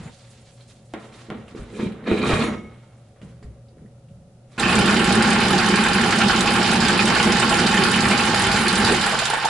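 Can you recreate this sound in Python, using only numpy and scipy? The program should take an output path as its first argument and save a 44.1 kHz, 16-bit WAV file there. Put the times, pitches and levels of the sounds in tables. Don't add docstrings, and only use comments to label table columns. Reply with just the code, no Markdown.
import sys
import numpy as np
from scipy import signal
from scipy.fft import rfft, irfft, next_fast_len
from scipy.io import wavfile
from scipy.ndimage import uniform_filter1d

SR = 44100
rng = np.random.default_rng(int(sys.argv[2]) if len(sys.argv) > 2 else 0)


def to_linear_factor(level_db):
    exponent = np.asarray(level_db, float) / 20
    return 10 ** exponent


def master(y):
    cut = np.clip(np.atleast_2d(y).T, -1, 1)
    pcm = np.round(cut * 32767)
    wavfile.write(sys.argv[1], SR, pcm.astype(np.int16))


N = 418509
T, SIZE = np.arange(N) / SR, next_fast_len(N + SR)
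HZ = np.maximum(np.arange(SIZE // 2 + 1) * SR / SIZE, 1.0)

# pitch_hz, level_db per hz
HUSH_SPECTRUM = [(12, -48), (20, -34), (59, -2), (129, -1.5), (177, -4), (250, -7), (353, -39), (486, -21),
                 (541, -3), (651, -16.5), (1110, -26), (1300, -22), (1650, -29), (10600, -32.5),
                 (11500, -40), (15000, -91), (22000, -120)]
# pitch_hz, width_hz, level_db
FAN_HUMS = [(120.2, 5.5, -50), (548, 29, -61.5), (730, 50, -68)]
# pitch_hz, level_db
EAR_LEAN = [(60, 3.5), (170, -3), (490, -5), (1420, -3.5), (4070, -13), (11700, -9.5)]
# pitch_hz, level_db
REFLECTED = [(60, -11), (140, -16.5), (350, -12), (840, -6), (2010, -6.5), (4850, -2.5), (11700, 2.5)]
# pitch_hz, t60_s
ROOM_DECAY = [(100, 0.12), (1000, 0.27), (10000, 0.1)]

# peak_s, rise_s, thud_db, scrape_db, bump_db
PUSHES = [(.942, 0.0055, -36, -40.5, -62), (1.13, 0.018, -45.5, -59, -60), (1.288, .01, -36, -55, -45),
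          (1.308, .006, -36, -41, -34), (1.58, 0.12, -36.5, -45, -36), (1.819, 0.16, -25.5, -37, -30),
          (2.075, 0.022, -18.5, -30, -40), (2.11, 0.061, -24, -27.5, -27), (2.22, 0.071, -23, -26.5, -36),
          (2.31, 0.27, -18.5, -20.5, -19), (2.43, 0.2, -21, -27, -44), (3.226, 0.018, -47.5, -54, -34.5),
          (3.445, 0.033, -49, -66, -39), (3.8, 0.1, -52, -63, -41.5), (4.11, 0.054, -62, -77, -37),
          (4.56, 0.12, -57, -51, -59)]
# peak_s, rise_s, hold_s, level_db
GLOVE_RUBS = [(0, .01, 0.32, -58.5), (.28, .1, 0.34, -62.5), (.69, 0.064, 0.012, -56), (.75, .1, 0.46, -67),
              (1.03, 0.089, 0.011, -58), (1.13, 0.022, 0.085, -55.5), (1.31, .01, .15, -69),
              (1.485, .02, .01, -59), (1.56, .02, 0.048, -57), (1.78, 0.21, 0.05, -51.5),
              (2.08, 0.051, 0.21, -50.5), (2.29, 0.11, 0.022, -36.5), (2.41, 0.18, 0.011, -38.5),
              (2.6, .1, 0.49, -73), (3.225, .02, 0.069, -66), (3.43, .01, 0.018, -73),
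              (4.52, 0.058, 0.067, -62.5)]
# start_s, peak_db, pitch_hz
GLOVE_CREAKS = [(0.6075, -41, 4160), (0.6994, -46, 3770), (1.1258, -42, 2150), (1.48, -36, 2730),
                (1.92, -32, 2330), (2.0408, -37, 2080), (2.041, -43, 3800), (1.9202, -45, 3900),
                (3.2156, -44, 3060), (3.4276, -42, 1860), (3.6845, -50, 4610), (3.7813, -48, 1780),
                (3.8594, -51, 1880), (4.0851, -51, 2890), (3.2158, -55, 7000), (3.4278, -47, 4700),
                (3.4279, -51, 7300), (4.562, -52, 6500)]
# pitch_hz, level_db per hz
FLOOR_SPECTRUM = [(15, -60), (30, -17), (60, -9), (110, -5), (150, -1.5), (185, -5.5), (300, -55)]
# pitch_hz, level_db per hz
THUD_SPECTRUM = [(100, -41), (170, -28), (205, 1), (275, -2.5), (392, -7), (427, -1.5), (553, -10),
                 (800, -40), (1040, -44), (1760, -120)]
# pitch_hz, width_hz, lift_db
WALL_PANEL = [(192.3, 31, 5.5), (227.2, 20, 6), (245, 22, 0), (355.5, 19, 5)]
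# pitch_hz, level_db per hz
SCRAPE_SPECTRUM = [(320, -26.5), (550, 6.5), (966, -1), (1290, 0.5), (1640, -4.5), (1730, -5), (1990, -3),
                   (2480, -8.5), (3270, -14.5), (3860, -17), (5000, -46), (6500, -61), (11000, -120)]
# pitch_hz, width_hz, lift_db
BRASS_SLEEVE = [(1270, 55, 7), (2190, 120, 4), (2434, 150, 16.5), (3050, 200, 8), (3820, 230, 16.5),
                (4250, 210, 9), (1690, 80, 7)]
# pitch_hz, level_db per hz
RUSTLE_SPECTRUM = [(2470, -3.5), (4200, -3.5), (5810, -8), (7450, -7), (10600, -13), (11300, -15),
                   (11500, -50), (15000, -68), (22000, -120)]
# start_s, length_s, pitch_hz, level_db
SQUEALS = [
    (0.001, .116, 7100, -62),
    (4.59, 0.016, 7700, -37),
    (4.61, 0.12, 2560, -24.5),
    (8.874, 0.095, 420, -20),
]
# start_s, peak_db, brightness_db
KNOCKS = [(0.9376, -21.5, -2), (1.3024, -23.5, 0.5), (1.549, -23.5, -14), (1.797, -12.5, -15),
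          (1.86, -21, -38), (2.041, -40, -13), (2.115, -3.5, -17), (3.158, -52, -19), (3.2167, -40, -2),
          (3.427, -37, -8), (3.728, -40, -25), (3.771, -40, -22), (3.84, -47, -22)]
# pitch_hz, level_db, t60_s
PIPE_MODES = [(277, 0.5, 0.55), (350, 8, 0.075), (420.6, 1, 0.26), (745, -11, .26), (790, -18.5, 5.0),
              (1075, -11, 0.14), (1190, -15.5, .3), (1416, -9.5, 0.23), (1670, -34, 2.0),
              (1880, -10, 0.088), (2260, -11, 0.12), (3280, -25, 0.73)]
# start_s, peak_db, pitch_hz, t60_s
PANEL_BLOWS = [(.939, -21.5, 303, 0.071), (1.36, -33, 190, .1), (1.801, -28, 256, 0.1),
               (1.829, -14, 242, .08), (1.862, -12.5, 194, 0.053), (1.91, -26, 200, .1),
               (2.118, -10, 242, 0.093), (3.229, -28, 187, .08), (3.304, -35, 170, .08),
               (3.448, -33, 110, .1), (3.484, -33, 110, .08), (3.845, -34, 202, 0.081)]
# start_s, peak_db, pitch_hz
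FLOOR_THUMPS = [
    (1.589, -41, 51.5),
    (2.325, -21.5, 88.2),
    (3.441, -41, 62.4),
]
# pitch_hz, level_db, t60_s
FLANGE_MODES = [(1265, 2, .7), (2186, 1, .75), (4310, -9, .3), (5744, -9, .45), (6697, -4, .33),
                (9711, -4, .25)]

# time_s, load_db
WHEEL_LOAD = [(4.58, 1.5), (4.64, -1), (4.8, 3), (5.8, -0.5), (7.6, 0.5), (8.2, -2), (8.75, -2.5),
              (8.86, 0), (9.0, -6), (9.18, -15), (9.3, -25.5), (9.49, -31)]
# time_s, turns done
HEAD_TURNS = [(4.58, -.5), (4.678, 0), (5.2235, 3), (5.7572, 6), (6.457, 10), (7.1481, 14), (7.836, 18),
              (8.513, 22), (9.0118, 25), (9.1909, 26), (9.2975, 26.455), (9.4499, 27), (9.6, 27.4)]
# teeth per turn, depth_db
GEAR_STROKES = [(7, 2.0), (11, 3.0)]
GRIND_BY_TOOTH = [-1, 1.5, 0, .5, 0, -1, 1.5, -.5, .5, -.5, 0]
DRONE_BY_TOOTH = [-6, -1.5, -1, -2, 0.5, -1.5, -.5, 1.5, 1.5, 1, 2.5]
# time_s, extra_rumble_db
TOOL_LURCHES = [
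    (4.8, 5.8),
    (6.87, 3),
    (7.85, 2),
    (8.04, 3.27),
    (8.49, 6.2),
    (8.84, 3),
]
# pitch_hz, level_db per hz
RUMBLE_SPECTRUM = [(15, -30), (30, -10), (52, 2.5), (65, -3), (83, 3), (100, 3.5), (150, 6), (180, -2),
                   (300, -55)]
# pitch_hz, level_db per hz
DRONE_SPECTRUM = [(97, -25), (165, -6.5), (226, -1), (276, -8), (308, -10), (351, -5), (387, -7.5),
                  (602, -18.5), (700, -28.5), (910, -27), (1540, -120)]
# pitch_hz, level_db per hz
GRIND_SPECTRUM = [(290, -21.5), (500, -4), (637, -18.5), (826, 0), (967, -9), (1550, -1.5), (1960, -6.5),
                  (2970, -8.5), (3260, -12.5), (4600, -19.5), (5980, -26.5), (10100, -120)]
# pitch_hz, level_db per hz
HISS_SPECTRUM = [(2060, -48), (3500, 6.5), (4930, 8.5), (5790, -2.5), (7380, 1), (8660, -4.5), (10600, -3),
                 (11300, -12), (11500, -55), (15000, -64), (22000, -120)]
# pitch_hz, width_hz, lift_db
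HOUSING = [(810, 310, 3), (1075, 60, 7), (1400, 61, 3.5), (1543, 31, 2.5), (1780, 37, 5), (2126, 81, 2),
           (2970, 60, 3.5), (2420, 83, 2.5), (2540, 14, 9), (3060, 41, 8.5), (4900, 90, -0.5)]
CONTACT_PLACES = [0, .272, .455, .6, .727]
# peak_db, ring_hz, thin_ring_db, change once the head runs free_db
CONTACTS = [
    (-11.5, 5300, 3, 2),
    (-25.5, 4250, 10, 4.5),
    (-10.5, 3700, 5, 0),
    (-15.5, 3770, 9, -2),
    (-20.5, 3650, 9, -16),
]
# start_s, peak_db, ring_hz
CLACKS = [(4.5873, -29, 4450), (4.5973, -16, 3960), (4.678, -29, 4980), (4.7529, -13.5, 3600),
          (4.857, -16, 4770), (4.9081, -20, 4310), (4.9425, -19, 3680), (5.0423, -17, 4820),
          (5.0917, -18, 4510), (5.2234, -14, 4860), (5.2713, -21, 4030), (5.303, -17, 3480),
          (5.402, -17, 4000), (5.4813, -17, 3590), (5.529, -18, 3790), (5.5813, -15, 4840),
          (5.6603, -15, 3550), (5.7565, -18, 4850), (5.8846, -17, 3990), (5.9323, -16, 4810),
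          (5.9792, -21, 4930), (6.0115, -17, 3620), (6.106, -17, 4640), (6.283, -16, 4850),
          (6.3608, -17, 3950), (6.4067, -11, 3940), (6.504, -20, 4900), (6.5354, -15, 3680),
          (6.6766, -20, 4440), (6.715, -15, 4030), (6.8038, -18, 4820), (6.8497, -16, 5000),
          (6.8826, -12, 3600), (6.9774, -18, 4810), (7.099, -26, 3760), (7.151, -17, 4820),
          (7.2286, -12.5, 3950), (7.2727, -26, 3940), (7.4942, -14, 4390), (7.5396, -16, 3570),
          (7.6159, -23, 3780), (7.6656, -16, 4800), (7.712, -24, 3920), (7.8359, -10, 4810),
          (8.006, -20, 4820), (8.1757, -15, 4820), (8.345, -17, 4810), (8.394, -17, 3950),
          (8.466, -17, 3597), (8.5149, -14, 4900), (8.5598, -17, 4300), (8.681, -14, 4440),
          (8.7274, -17, 3560), (8.8476, -13, 4810), (8.8831, -19, 4020), (9.0118, -17, 3770),
          (9.061, -14, 3470), (9.189, -12, 4610), (9.2537, -12, 3630), (9.4507, -15.5, 3430)]
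# start_s, peak_db, ring_hz
CATCHES = [(4.6453, -16, 2560), (4.777, -14, 2350), (4.878, -11.5, 2540), (4.966, -25, 1570),
           (4.993, -12, 2890), (5.0639, -15, 2600), (5.1471, -24, 1280), (5.2399, -13, 1600),
           (5.275, -17, 1570), (5.408, -10, 2580), (5.5043, -11, 1510), (5.5948, -15, 1380),
           (5.641, -12, 1570), (5.736, -12, 1610), (5.772, -16, 1800), (5.8046, -25, 1600),
           (5.9488, -12, 2570), (5.9807, -17, 1590), (6.0324, -6.5, 1290), (6.1229, -8.5, 1400),
           (6.2112, -6, 1410), (6.294, -6, 1530), (6.3304, -10, 1390), (6.3624, -16, 1512),
           (6.471, -7.5, 2600), (6.555, -7, 1380), (6.6562, -14, 2840), (6.8674, -14.5, 1570),
           (6.8936, -8, 1383), (6.9904, -5, 2500), (7.0994, -9.5, 1570), (7.156, -7, 1450),
           (7.197, -6.5, 2940), (7.2349, -13, 2080), (7.3152, -17, 2580), (7.351, -23, 1630),
           (7.424, -6.5, 1420), (7.5217, -10, 2950), (7.5926, -9, 1510), (7.7363, -7, 1800),
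           (7.7708, -7, 1820), (7.8186, -8, 2380), (7.938, -8, 3040), (8.054, -8, 1400),
           (8.1117, -5.5, 2250), (8.1418, -12, 1560), (8.1937, -7, 2550), (8.34, -9, 1490),
           (8.3958, -7.5, 1830), (8.4474, -10, 1410), (8.509, -15, 2510), (8.561, -10, 1390),
           (8.729, -10, 1440), (8.7584, -17, 1400), (8.8875, -11, 1790), (9.0612, -27, 1820),
           (9.093, -19, 3000), (9.1953, -15.5, 1290), (9.2578, -31, 1520), (9.299, -16, 1430)]
# time_s, pitch_hz, level_db
GEAR_WHINE = [(4.62, 834, -42), (4.86, 831, -34.5), (8.95, 840.6, -35), (9.1, 841, -41), (9.37, 847, -42),
              (9.49, 852, -46)]
# start_s, peak_db
LATCH_KNOCKS = [
    (9.301, -12),
    (9.334, -9.5),
    (9.371, -12.5),
    (9.444, -12),
    (9.455, -4.5),
]

OPENING_S = 0.1
FREED_S, FREED_DB = 2.44, -36
START_S, SPIN_UP_S = 4.5775, .002
RUN_UP_S, RUN_UP_DB = 0.064, -8.5
LOOSE_S = 9.03
COAST_S, COAST_HZ, COAST_DB = 9.09, 135.5, -32


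def rms_one(x):
    return x / np.sqrt(np.mean(x ** 2) + 1e-20)


def in_time(table):
    s, *columns = np.transpose(table)
    return [np.interp(T, s, column) for column in columns]


def at_hz(points, hz=HZ):
    hz_points, levels = np.array(points).T
    return np.interp(np.log(hz), np.log(hz_points), levels)


def drift(rate_hz):
    r = np.exp(-80 * np.pi * rate_hz / SR)
    slow = signal.lfilter([1], [1, -2 * r, r * r], rng.standard_normal(N // 40 + 2002))[2000:]
    return np.interp(np.arange(N) / 40, np.arange(len(slow)), rms_one(slow))


def colour(x, spectrum, peaks=()):
    gain = to_linear_factor(at_hz(spectrum))
    for hz, width, db in peaks:
        gain = gain * (1 + (to_linear_factor(db) - 1) / (1 + (2 * (HZ - hz) / width) ** 2))
    return rms_one(irfft(rfft(x, SIZE) * gain, SIZE)[..., :N])


def filtered(x, kind, hz):
    return signal.sosfilt(signal.butter(2, hz, kind, fs=SR, output="sos"), x)


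def ring(force, hz, t60):
    r, w = to_linear_factor(-60 / (t60 * SR)), 2 * np.pi * hz / SR
    return signal.lfilter([0, np.sin(w)], [1, -2 * r * np.cos(w), r * r], force + 1e-18)


def clicks(times, db):
    out = np.zeros(N)
    out[(np.asarray(times) * SR).astype(int)] = to_linear_factor(db)
    return out


def patchy(x, edges_hz, patch_db):
    out = 0
    for hz in edges_hz:
        low = filtered(x, "low", hz)
        out = out + to_linear_factor(patch_db * drift(31)) * low
        x = x - low
    return out + to_linear_factor(patch_db * drift(25.0)) * x


def flecks(per_s, low_hz, high_hz, cycles):
    sizes = to_linear_factor(4.1 * np.minimum(rng.exponential(1, N), 4)) * rng.choice([-1, 1], N)
    slips = sizes * (rng.random(N) < per_s * to_linear_factor(5.0 * drift(25)) / SR)
    dealt = rng.integers(0, 16, N)
    pitches = np.geomspace(low_hz, high_hz, 16)
    return rms_one(sum(ring(slips * (dealt == k), hz, cycles / hz) for k, hz in enumerate(pitches)))


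def swells(rows, fall_db_per_s, rest_db):
    power = to_linear_factor(2 * rest_db)
    for s, rise, hold, db in rows:
        before_db = 26 * np.maximum(s - T, 0) / rise
        after_db = fall_db_per_s * np.maximum(T - s - hold, 0)
        power = power + to_linear_factor(2 * (db - before_db - after_db))
    return np.sqrt(power)


def wash():
    t, out = np.arange(SR // 2) / SR, 0
    for centre_hz in 60 * 2. ** np.arange(8):
        edges = [centre_hz / 2 ** .5, centre_hz * 2 ** .5]
        band = signal.butter(1, edges, "band", fs=SR, output="sos")
        dying = signal.sosfilt(band, rng.standard_normal((2, len(t))))
        dying = dying * to_linear_factor(-60 * t / at_hz(ROOM_DECAY, centre_hz)) * (t > .002)
        energy = np.sum(dying ** 2, axis=1, keepdims=True)
        out = out + dying / np.sqrt(energy / centre_hz * SR / 2 ** .5)
    return rfft(out, SIZE)


def bathroom(x, echoes, lean, tail_db, wide_db):
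    source = rfft(x, SIZE)
    mid = source[0] * (1 + to_linear_factor(tail_db) * echoes[0])
    side = source[-1] * to_linear_factor(at_hz(REFLECTED) + wide_db) * echoes[1]
    tilt = to_linear_factor(lean * at_hz(EAR_LEAN) / 2)
    return irfft([(mid + side) * tilt, (mid - side) / tilt], SIZE)[:, :N]


def room_tone():
    hush = rfft(rng.standard_normal((3, SIZE))) * to_linear_factor(at_hz(HUSH_SPECTRUM))
    high = np.clip(np.log2(HZ / 300) / 4, 0, 1)
    apart = irfft(hush[1:] * np.sqrt(high) + hush[0] * np.sqrt(1 - high), SIZE)[:, :N]
    out = to_linear_factor(-55.5) * rms_one(apart)
    for hz, width, db in FAN_HUMS:
        hum = ring(rng.standard_normal(N), hz, 3.9 / width)
        steadied = hum / uniform_filter1d(hum ** 2, size=2000) ** .25
        out = out + to_linear_factor(db) * rms_one(steadied)
    return out


def push_effort(column, fall_db_per_s, rest_db, opening_db):
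    columns = np.transpose(PUSHES)
    s, rise = columns[:2]
    efforts = swells(zip(s, rise, 0 * s, columns[column]), fall_db_per_s, rest_db)
    return efforts + to_linear_factor(opening_db) * (T < OPENING_S)


def floor_bump():
    effort = push_effort(4, fall_db_per_s=62, rest_db=-58, opening_db=-34)
    return effort * to_linear_factor(-5.5) * colour(rng.standard_normal(N), FLOOR_SPECTRUM)


def wall_thud():
    effort = push_effort(2, fall_db_per_s=96, rest_db=-60.5, opening_db=-49)
    return effort * to_linear_factor(1.0 * drift(23)) * colour(rng.standard_normal(N), THUD_SPECTRUM, WALL_PANEL)


def sleeve_scrape(rub):
    effort = push_effort(3, fall_db_per_s=44, rest_db=-84, opening_db=-44.5)
    sliding = (T > 2.061) & (T < FREED_S + .03) | (T > 1.74) & (T < 1.885)
    singing = colour(rub, SCRAPE_SPECTRUM, BRASS_SLEEVE) + to_linear_factor(-3.5) * flecks(1200, 908, 4360, cycles=84)
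    scrape = np.where(sliding, singing, colour(rub, SCRAPE_SPECTRUM))
    freed_db = -70 * np.clip(T - FREED_S, 0, .2) * (T < 3.158)
    level = to_linear_factor(-6.5 + 1.6 * drift(90) + freed_db)
    return effort * level * patchy(scrape, [1000, 1900, 3100], patch_db=1.0)


def glove_rustle(rub):
    effort = swells(GLOVE_RUBS, fall_db_per_s=157, rest_db=-94)
    return effort * to_linear_factor(1.5) * patchy(colour(rub, RUSTLE_SPECTRUM), [6500, 8500], patch_db=2.5)


def squeals():
    noise, out = rng.standard_normal(N), 0
    for s, length, hz, db in SQUEALS:
        arch = np.clip(1 - (2 * (T - s) / length - 1) ** 2, 0, 1)
        out = out + to_linear_factor(db) * rms_one(ring(noise, hz, 0.028)) * arch
    return out


def creaks():
    out, t = np.zeros(N), np.arange(2000) / SR
    for s, db, hz in GLOVE_CREAKS:
        noise, start = rng.standard_normal(len(t)), int(s * SR)
        rough = rms_one(ring(noise, hz, 0.005)) + 0.4 * noise
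        out[start:start + len(t)] += to_linear_factor(db - 11.0 - 60 * t / 0.064) * rough
    return out


def knocks():
    s, db, bright_db = np.transpose(KNOCKS)
    out = 0
    for hz, level_db, t60 in PIPE_MODES:
        reach = np.clip(np.log2(hz / 500), 0, 1)
        luck_db = rng.normal(0, 3.4, len(s))
        struck_db = db + level_db - 16.0 + luck_db + reach * (bright_db + 4.5)
        out = out + ring(clicks(s, struck_db), hz, 0.85 * min(t60, .25))
    out = filtered(out, "low", 4200)
    blows = clicks(s, db + bright_db) + 1e-18
    crack = to_linear_factor(-5) * signal.lfilter([1], [1, -.98], blows)
    body = to_linear_factor(-12.5) * signal.lfilter([1], [1, -to_linear_factor(-60 / (.22 * SR))], blows)
    return out + (crack + body) * colour(rng.standard_normal(N), SCRAPE_SPECTRUM)


def panel_blows():
    pad = np.hanning(SR // 400) * 800 / SR
    blows = sum(ring(np.convolve(clicks([s], db), pad)[:N], hz, t60) for s, db, hz, t60 in PANEL_BLOWS)
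    return filtered(blows, "high", 70)


def floor_thumps():
    soft = np.hanning(SR // 60) * 120 / SR
    return sum(ring(np.convolve(clicks([s], db + 14.0), soft)[:N], hz, 0.42) for s, db, hz in FLOOR_THUMPS)


def hands():
    rub = rng.laplace(size=N)
    pushing = floor_bump() + wall_thud() + sleeve_scrape(rub) + glove_rustle(rub)
    return (T < START_S) * pushing + panel_blows() + floor_thumps()


def flange():
    out = 0
    for hz, db, t60 in FLANGE_MODES:
        for split, drop_db in ((1, 2), (1.006, 9)):
            out = out + ring(clicks([FREED_S], FREED_DB + db - drop_db), hz * split, t60)
    return out * to_linear_factor(2 * drift(30))


def gear_drive():
    (load_db,), (turns,) = in_time(WHEEL_LOAD), in_time(HEAD_TURNS)
    tooth = (turns % 1 * len(GRIND_BY_TOOTH)).astype(int)
    stroke_db = sum(db * (.5 - teeth * turns % 1) for teeth, db in GEAR_STROKES)
    lurch_db = sum(db * np.exp(-((T - s) / 0.062) ** 2) for s, db in TOOL_LURCHES)

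    rumble_db = -31.5 + 0.67 * load_db + lurch_db
    rumble = to_linear_factor(rumble_db) * colour(rng.standard_normal((2, N)), RUMBLE_SPECTRUM)

    drone_db = -21 + load_db + uniform_filter1d(np.take(DRONE_BY_TOOTH, tooth), size=300)
    drone = colour(rng.standard_normal((2, N)), DRONE_SPECTRUM, WALL_PANEL)
    drone = to_linear_factor(drone_db + 0.71 * drift(4.2)) * drone

    grind_db = -22 + 0.14 * load_db + np.take(GRIND_BY_TOOTH, tooth)
    grit = rng.laplace(size=N) * to_linear_factor(3.14 * rng.standard_normal(N))
    grind = patchy(colour(grit, GRIND_SPECTRUM, HOUSING), [850, 1490, 2250, 3330], patch_db=1.0)
    grind = to_linear_factor(grind_db + 0.4 * stroke_db) * grind
    chatter = to_linear_factor(grind_db - 7.5) * flecks(900, 652, 4590, cycles=33)

    hiss_db = -32.5 + 0.21 * load_db + 0.88 * (T - START_S) - 3.5 * (turns % 1)
    hiss_db = hiss_db - 4.5 * np.maximum(T - LOOSE_S, 0)
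    hiss = colour(rng.standard_normal((2, N)), HISS_SPECTRUM, HOUSING)
    hiss = to_linear_factor(hiss_db + 1.55 * stroke_db) * patchy(hiss, [4270, 5600, 6760, 8000], patch_db=1.5)

    spin_up = np.clip((T - START_S) / SPIN_UP_S, 0, 1)
    run_up = to_linear_factor(RUN_UP_DB * np.clip(1 - (T - START_S) / RUN_UP_S, 0, 1))
    return spin_up * run_up * (rumble + drone + grind + chatter + hiss)


def contacts():
    s, turns = np.transpose(HEAD_TURNS)
    at = (np.arange(28)[:, None] + CONTACT_PLACES).ravel()
    db, hz, thin_db, loose_db = np.tile(CONTACTS, (28, 1)).T
    when, luck = np.interp(at, turns, s), rng.standard_normal((len(at), 3))
    db = db - 0.5 + 2.0 * luck[:, 1] + loose_db * (when > LOOSE_S) + 1 * (at < 1)
    rows = np.c_[when + .0015 * luck[:, 0], db, hz * (1 + .025 * luck[:, 2]), thin_db]
    hard = np.array(CLACKS)
    free = np.abs(when[:, None] - hard[:, 0]).min(axis=1) > .014
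    hard_rows = np.c_[hard + [0, 5.5, 0], np.full(len(hard), 2.5)]
    return np.vstack([rows[free & (when < N / SR)], hard_rows])


def ticks():
    out, t = np.zeros((2, N + 2000)), np.arange(2000) / SR
    for s, db, hz, thin_db in contacts():
        noise, start = rng.standard_normal((2, len(t))), int(s * SR)
        snap = filtered(noise, "high", 3300) * (to_linear_factor(-13 - 60 * t / 0.012) + to_linear_factor(-13 - 60 * t / 0.08))
        rung = rms_one(ring(noise, hz, 0.005)) * to_linear_factor(-12.5 - 60 * t / 0.05)
        thin_hz = np.clip(8500 + 1500 * noise[0, -1], 6000, 10900)
        thin = rms_one(ring(noise, thin_hz, 0.002)) * to_linear_factor(thin_db - 20.0 - 60 * t / 0.045)
        out[:, start:start + len(t)] += to_linear_factor(db) * (snap + rung + thin) * np.minimum(t / 0.0005, 1)
    return out[:, :N]


def whine():
    hz, db = in_time(GEAR_WHINE)
    on = (T > GEAR_WHINE[0][0]) & (T < GEAR_WHINE[-1][0])
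    phase = 2 * np.pi * np.cumsum(hz + 7 * drift(25) + 7 * drift(3)) / SR
    return on * np.sqrt(2) * to_linear_factor(db + 5.0 * drift(32)) * np.sin(phase)


def catches():
    t, out = np.arange(4000) / SR, np.zeros(N)
    burst = to_linear_factor(-9 - 60 * t / 0.088) * (1 - np.exp(-t / 0.0026))
    grit = filtered(rng.laplace(size=N) * to_linear_factor(2.5 * rng.standard_normal(N)), "high", 1000)
    grit = colour(grit, GRIND_SPECTRUM, HOUSING)
    for s, db, hz in CATCHES:
        at = slice(int(s * SR), int(s * SR) + len(t))
        rung = rms_one(ring(rng.standard_normal(len(t)), hz, 0.016))
        out[at] += to_linear_factor(db) * burst * (grit[at] + to_linear_factor(-0.5) * rung)
    return out


def coast():
    fade = to_linear_factor(COAST_DB - 26 * (T - COAST_S)) * np.clip((T - COAST_S) / 0.031, 0, 1)
    return fade * np.sin(2 * np.pi * COAST_HZ * T)


def latch():
    s, db = np.transpose(LATCH_KNOCKS)
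    grit = signal.lfilter([1], [1, -.992], clicks(s, db - 35)) * rng.standard_normal(N)
    rattle = ring(clicks(s, db - 29.0), 780, 0.01) + grit
    return ring(rattle, 884, 0.039) + .5 * ring(rattle, 1360, 0.034) + 0.29 * ring(rattle, 444, 0.046)


def cutter():
    return gear_drive() + ticks() + whine() + squeals() + catches() + coast() + latch()


def scene():
    echoes = wash()
    by_hand = np.atleast_2d(hands() + knocks() + creaks())
    near = bathroom(by_hand, echoes, lean=.25, tail_db=-8, wide_db=-1.5)
    tool = bathroom(cutter(), echoes, lean=0.44, tail_db=-10.0, wide_db=-1.0)
    return near + flange() + tool + room_tone()


def band_limit(x):
    return signal.sosfilt(signal.butter(12, 12270, fs=SR, output="sos"), x)


def record(dry):
    rounded = .8 * np.tanh(dry / .8)
    top_cut = signal.ellip(10, .5, 36, 11150, fs=SR, output="sos")
    mix = signal.sosfilt(top_cut, rounded)
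    return band_limit(mix)


dry = scene()
out = record(dry)
master(out)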